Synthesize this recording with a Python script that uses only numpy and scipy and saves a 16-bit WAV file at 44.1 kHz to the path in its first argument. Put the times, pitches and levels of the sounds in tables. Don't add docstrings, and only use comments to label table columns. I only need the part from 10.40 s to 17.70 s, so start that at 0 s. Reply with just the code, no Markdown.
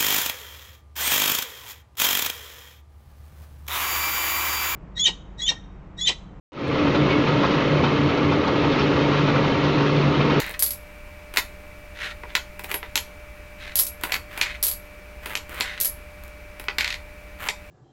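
import sys
import numpy as np
from scipy import signal
from scipy.fft import rfft, irfft
from scipy.io import wavfile

SR = 44100
rng = np.random.default_rng(int(sys.argv[2]) if len(sys.argv) > 2 else 0)


def to_wav(sig):
    pcm = np.clip(np.atleast_2d(sig), -1, 1) * 32767
    pcm = np.round(pcm).astype(np.int16)
    wavfile.write(sys.argv[1], SR, pcm.T)


N = 321930
TIME = np.arange(N) / SR
HIT_TIME = np.arange(SR // 4) / SR

# pitch_hz, rms_db
MOTOR_TONES = [(29.5, -55), (44.8, -59), (59.2, -51), (74.5, -56), (90.4, -62), (119, -67.5)]
WHINE_TONES = [(186.4, -59.5), (297, -64), (473.7, -68.5), (596.4, -50), (1432, -67.5), (2310.7, -54.5)]
# delay_s, level_db
ECHOES = [(.0098, -16), (.0125, -16), (.0165, -15), (.0238, -20)]

# frequency_hz, level_db
AIR_EQ = [(20, 2.5), (45, 6.5), (80, 2.5), (110, -8), (250, -13), (600, -15), (1200, -15), (1800, -15),
          (2550, -12.5), (3100, -24.5), (5000, -29), (8000, -33), (12000, -32.5), (16000, -33.5)]
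WALL_EQ = [(200, 10), (1000, 10), (2500, 3.2), (6500, 8.4), (10000, 8.8), (16000, 7.7)]
GRIND_EQ = [(200, -16.5), (400, -15.5), (1000, -10.5), (1900, -5.5), (2600, -10), (4000, -18.5),
            (6000, -26), (15000, -39.5)]
RASP_EQ = [(1000, -13), (6000, 4.5), (9000, 2.5), (11400, 5), (13000, 8), (15500, 2)]
RUB_EQ = [(300, -16), (850, -5), (1300, -0.5), (2100, 3.5), (2900, -1), (3700, -4), (4500, -11),
          (5300, -13.5), (6200, -14.5), (8000, -22), (12000, -25.5), (15500, -38)]
KNOCK_EQ = [(200, -22), (400, -24), (700, -15.5), (1200, -9.5), (2100, 0), (2800, -1), (3700, -3.5),
            (5000, -4), (7000, -9), (9000, -45), (16000, -67)]
THUD_EQ = [(120, -31), (300, -3), (410, 0), (600, -9), (950, 4), (1800, -40.5)]
EDGE_EQ = [(2000, -18.5), (3100, -4), (4300, 0.5), (5600, -17.5), (7200, -1), (10000, -13), (16000, -41)]
CRACK_EQ = [(200, -25), (400, -8.5), (1000, -11), (2500, -7.5), (4200, -1), (6200, -4.5), (8000, -0.5),
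            (10000, 1), (11400, 2), (13000, 3), (15500, 2)]

# pitch_hz, level_db, t60_s
WOOD_MODES = [(412, -7.5, 0.048), (812, -9.5, 0.081), (998, -2.5, 0.046), (1464, 3, 0.024),
              (1982, 1.5, 0.073), (2130, 5, 0.01), (2490, 5.5, 0.042), (2474, -2, 0.031), (3130, -6, 0.069),
              (3725, -0.5, 0.079)]
COIN_MODES = [(10600, -13, .05), (11090, -1, 0.099), (11360, 11, 0.071), (11320, 3.5, 0.053),
              (11830, 0, 0.05), (10900, -12, 0.12), (11400, -13, 0.065), (11700, -13, 0.067),
              (11400, -17, .1)]

# start_s, level_db
TICKS = [(0.065, -19), (0.0944, -18.5), (0.111, -20.5), (2.238, -22.5), (2.2942, -27), (3.612, -22.5),
         (5.0944, -22.5), (5.145, -21.5), (5.2019, -12.5), (5.837, -25.5), (5.88, -29)]
# start_s, end_s, final_grind_db, final_rasp_db
PUSHES = [(0.946, 0.97, -33, -42), (2.282, 2.322, -31, -38), (3.607, 3.77, -29.5, -38),
          (3.895, 4.011, -33.5, -47), (4.817, 4.943, -32.5, -42.5), (5.079, 5.194, -33, -44),
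          (6.986, 7.08, -28, -36.5)]
# last_catch_s, speeding_s, slowing_s, fastest_db, catch_boost_db
SLIDES = [(0.143, .02, .12, -30.5, 7.5), (1.708, .085, 0.073, -26, -0.5), (1.935, .03, .035, -42, -4),
          (2.495, .022, .033, -45, -4), (3.321, .05, 0.089, -32.5, 2.5), (4.15, .02, .11, -31, 5.5),
          (5.378, .1, 0.14, -29, 4), (6.553, .01, 0.15, -31, -2)]
# start_s, level_db, relative_ring_db
KNOCKS = [(0.938, -16, -25), (0.96, -13, -22), (0.98, -8.5, -7), (2.193, -17, -28), (2.242, -14.5, -30),
          (2.3135, -8.5, -15), (2.341, -5, -5.5), (3.635, -3.5, -17), (3.975, -12, -19), (4.858, -12, -31),
          (4.896, -21, -29), (6.196, -17, -14), (6.239, -25.5, -30)]
# thud_db, edge_db, crack_db, ring_db, rebound_db
LANDINGS = [(0.001, -11, 2170, -10.5, -4.5, -1.5, -23, -12), (0.97, 3, 2070, -25, -9, -8.5, -26, -30),
            (1.834, -16, 1000, -12, -45, -40, -45, -12), (1.951, 1.5, 1890, -30, -12, -14.5, -40, -22),
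            (2.428, -8, 1890, -22, -45, -40, -31, -15), (2.555, -2, 3100, -19, -4, -10, -5.5, -6),
            (3.72, -5.5, 2230, -26, -9, -10, -11, -1), (4.012, 1.5, 2240, -28, -10.5, -16.5, -20, -13),
            (4.952, -6.5, 2920, -24, -9, -19, -11.5, -9), (5.207, -4, 2260, -15, -5.5, -26, -17, -23),
            (6.283, -2, 2380, -24, -32, -48, -50, -25), (6.383, 0, 2120, -51, -14.5, -15, -29, -20),
            (7.086, -3, 2150, -20, -8.5, -28, -21, -26)]
# start_s, level_db, rattle_s
CLINKS = [(0.1931, -7.5, .012), (0.2237, 0, 0.011), (0.263, -11, 0.016), (0.307, -11.5, .025),
          (3.356, -3, 0.021), (3.373, -9, 0.018), (3.3891, -1, 0.0095), (3.3968, -1, .036),
          (3.4668, -14, .01), (4.2276, -4.5, .012), (4.2372, -3, 0.021), (4.2675, -7, .02),
          (4.2828, -8.5, .015), (4.3138, -12.5, .025), (5.4019, -9.5, 0.0095), (5.4113, -4.5, 0.026),
          (5.447, -7.5, .012), (5.4557, -7, 0.014)]


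def from_db(db):
    return 10 ** (np.asarray(db) / 20)


def unit(x):
    return x / np.sqrt(np.sum(x ** 2) + 1e-20)


def add(track, start_s, sound):
    start = max(round(start_s * SR), 0)
    track[start:start + len(sound)] += sound[:max(N - start, 0)]


def through(x, response):
    return signal.fftconvolve(x, response)[:len(x)]


def colour(eq, size=8192):
    hz, db = np.transpose(eq)
    grid_hz = np.maximum(np.arange(size // 2 + 1) * SR / size, 1)
    gain = from_db(np.interp(np.log(grid_hz), np.log(hz), db))
    cepstrum = irfft(np.log(gain))
    return unit(irfft(np.exp(rfft(2 * cepstrum[:size // 2], size))))


def butterworth(x, hz, kind, order):
    return signal.sosfilt(signal.butter(order, min(hz, .45 * SR), kind, fs=SR, output="sos"), x)


def lift(x, hz, width_hz, db):
    return x + from_db(db) * signal.lfilter(*signal.iirpeak(hz, hz / width_hz, fs=SR), x)


def fade(t60):
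    return from_db(-60 * HIT_TIME / t60)


def even_noise(envelope):
    noise = rng.standard_normal(len(envelope)) * envelope
    for _ in range(2):
        spectrum = rfft(noise, 2 * len(noise))
        flattened = irfft(spectrum / (np.abs(spectrum) + 1e-12))
        noise = flattened[:len(noise)] * np.sqrt(envelope)
    return unit(noise)


def burst(t60):
    return even_noise(fade(t60))


def ring(modes, detune, spread_db=2):
    out = np.zeros(len(HIT_TIME))
    for hz, db, t60 in modes:
        strength, shift, polarity = rng.standard_normal(3)
        tone = np.sign(polarity) * np.sin(2 * np.pi * hz * (1 + detune * shift) * HIT_TIME)
        out += from_db(db + spread_db * strength) * fade(t60) * tone
    return unit(out)


def grains(per_s, spread_db):
    sizes = from_db(spread_db * np.minimum(rng.exponential(1, N), 4))
    polarity = rng.choice([-1, 1], N)
    slipping = rng.random(N) < per_s / SR
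    return unit(sizes * polarity * slipping) * np.sqrt(N)


def stroke(friction, envelope):
    times_s, db = np.transpose(envelope)
    moving = (TIME >= times_s[0]) & (TIME < times_s[-1])
    return friction[moving] * from_db(np.interp(TIME[moving], times_s, db))


def machine_hum(air_db=-43.5, waver_cycles=.11):
    out = from_db(air_db) * through(rng.standard_normal(N), colour(AIR_EQ))
    knots_s = np.arange(0, TIME[-1] + 1, .5)
    for hz, db in [*MOTOR_TONES, *WHINE_TONES]:
        cycles = hz * TIME + rng.random()
        waver = waver_cycles * np.interp(TIME, knots_s, rng.standard_normal(len(knots_s)))
        out += np.sqrt(2) * from_db(db) * np.sin(2 * np.pi * (cycles + waver))
    return out


def room(x, tail_db=-6, t60=.31, build_up_s=.005):
    build_up = 1 - np.exp(-(HIT_TIME / build_up_s) ** 2)
    tail = even_noise(fade(t60) * build_up)
    response = from_db(tail_db) * unit(through(tail, colour(WALL_EQ)))
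    for delay_s, db in ECHOES:
        response += from_db(db) * np.roll(burst(t60=.011), round(delay_s * SR))
    return x + through(x, response)


def table_spot(x, hz, trim_db=-4, width_hz=710, band_db=-2.5, overtone_ratio=1.996):
    lifted = lift(x, hz, width_hz, band_db)
    return from_db(trim_db) * lift(lifted, hz * overtone_ratio, width_hz, band_db)


def ticks(gain_db=8):
    out = np.zeros(N)
    snap = colour([(500, 8), (2500, 2), (6000, -7), (9000, -3.5), (13000, 2), (16000, -.5)])
    for start_s, db in TICKS:
        contact = unit(burst(t60=.004) + burst(t60=.03))
        add(out, start_s, from_db(db + gain_db) * through(contact, snap))
    return out


def pushes(grind_trim_db=-2, rasp_trim_db=-3, onset_db=-12, attack_s=.016, swell_db_per_s=81):
    out, grind, rasp = np.zeros(N), colour(GRIND_EQ), colour(RASP_EQ)
    ridges = grains(per_s=800, spread_db=1.5)
    for start_s, end_s, grind_db, rasp_db in PUSHES:
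        first_db = -swell_db_per_s * (end_s - start_s)
        force = stroke(ridges, [(start_s, first_db + onset_db), (start_s + attack_s, first_db),
                                (end_s, 0)])
        response = from_db(grind_db + grind_trim_db) * grind + from_db(rasp_db + rasp_trim_db) * rasp
        add(out, start_s, signal.fftconvolve(force, response))
    return out


def slides(rub_db=-3, wood_db=-10, rise_db=16.5, slowing_db_per_s=46,
           stall_s=.026, stall_db=-10, release_s=.02):
    out, rub = np.zeros(N), colour(RUB_EQ)
    slips = grains(per_s=2000, spread_db=3.5)
    for catch_s, speeding_s, slowing_s, fastest_db, catch_db in SLIDES:
        start_s = catch_s - slowing_s - speeding_s
        slow_db = fastest_db - slowing_db_per_s * slowing_s
        force = stroke(slips, [(start_s, fastest_db - rise_db), (catch_s - slowing_s, fastest_db),
                               (catch_s - stall_s, slow_db), (catch_s - stall_s / 2, slow_db + stall_db),
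                               (catch_s, slow_db + catch_db), (catch_s + release_s, slow_db - rise_db)])
        table = from_db(wood_db) * ring(WOOD_MODES, detune=.03)
        add(out, start_s, from_db(rub_db) * signal.fftconvolve(force, rub))
        add(out, start_s, signal.fftconvolve(force, table))
    return table_spot(out, hz=2060, trim_db=-3.5)


def coin_ring(coins):
    return unit(sum(ring(COIN_MODES, detune=.007) for _ in range(coins)))


def tap(thud_db, edge_db, crack_db, ring_db, delay_s=.001):
    table = from_db(4) * ring(WOOD_MODES, detune=.03)
    knock = from_db(10) * through(burst(t60=.036), colour(KNOCK_EQ))
    top_hz = 8000 * from_db(.3 * edge_db)
    body = butterworth(knock + table, top_hz, "low", order=2)
    thud = from_db(16 + thud_db) * through(burst(t60=.074), colour(THUD_EQ))
    snap = burst(t60=.006)
    edge = from_db(12 + edge_db) * through(snap, colour(EDGE_EQ))
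    crack = from_db(13 + crack_db) * through(unit(snap + burst(t60=.078)), colour(CRACK_EQ))
    shimmer = from_db(10 + ring_db) * coin_ring(coins=2)
    return room(np.pad(body + thud + edge + crack + shimmer, (round(delay_s * SR), 0)))


def knocks():
    out = np.zeros(N)
    for start_s, db, ring_db in KNOCKS:
        add(out, start_s, from_db(db) * tap(thud_db=-16.5, edge_db=-34, crack_db=-10, ring_db=ring_db))
    return out


def wobble(start_s=6.407, bounces=6, first_gap_s=.0372, haste_s=.0052, gain_db=-3, loss_db=2.07):
    out, cue_s = np.zeros(N), start_s
    for k in range(bounces):
        bounce = tap(thud_db=-33, edge_db=-15.5, crack_db=-27, ring_db=-22)
        add(out, cue_s, from_db(gain_db - loss_db * k) * table_spot(bounce, hz=2130))
        cue_s += first_gap_s - haste_s * k
    return butterworth(out, hz=1000, kind="high", order=1)


def landings(rebound_s=.02):
    out = np.zeros(N)
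    for start_s, db, spot_hz, thud_db, edge_db, crack_db, ring_db, rebound_db in LANDINGS:
        for cue_s, level_db in ((start_s, db), (start_s + rebound_s, db + rebound_db)):
            blow = tap(thud_db, edge_db, crack_db, ring_db)
            add(out, cue_s, from_db(level_db) * table_spot(blow, spot_hz))
    return out


def rattle(start_s, db, rattle_s, rebounds=2, rebound_db=-9, fade_db_per_s=100):
    steps = np.arange(1, rebounds + 1) + rng.uniform(-.25, .25, rebounds)
    after_s = rattle_s * steps / rebounds
    return [(start_s, db), *zip(start_s + after_s, db + rebound_db - fade_db_per_s * after_s)]


def clinks(crack_db=10.5, ring_db=10, snap_db=-2, chatter_hz=5050):
    out, crack_colour = np.zeros(N), colour(CRACK_EQ)
    for clink in CLINKS:
        for cue_s, db in rattle(*clink):
            contact = unit(from_db(snap_db) * burst(t60=.008) + burst(t60=.11))
            contact = lift(contact, chatter_hz * 2 ** rng.uniform(-.2, .2), width_hz=450, db=-1.5)
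            crack = from_db(crack_db) * through(contact, crack_colour)
            shimmer = from_db(ring_db) * coin_ring(coins=3)
            add(out, cue_s, from_db(db) * room(crack + shimmer))
    return out


def scene():
    hits = landings() + wobble() + knocks() + clinks() + room(ticks())
    friction = room(slides(), tail_db=-9.5) + room(pushes(), tail_db=-8)
    return (hits + friction + machine_hum())[None]


def record(dry):
    ceiling, cutoff_hz = .43, 15900
    rounded = dry / (1 + (dry / ceiling) ** 4) ** (1 / 4)
    return signal.sosfilt(signal.ellip(12, .1, 80, cutoff_hz, fs=SR, output="sos"), rounded)


dry = scene()
out = record(dry)
to_wav(out)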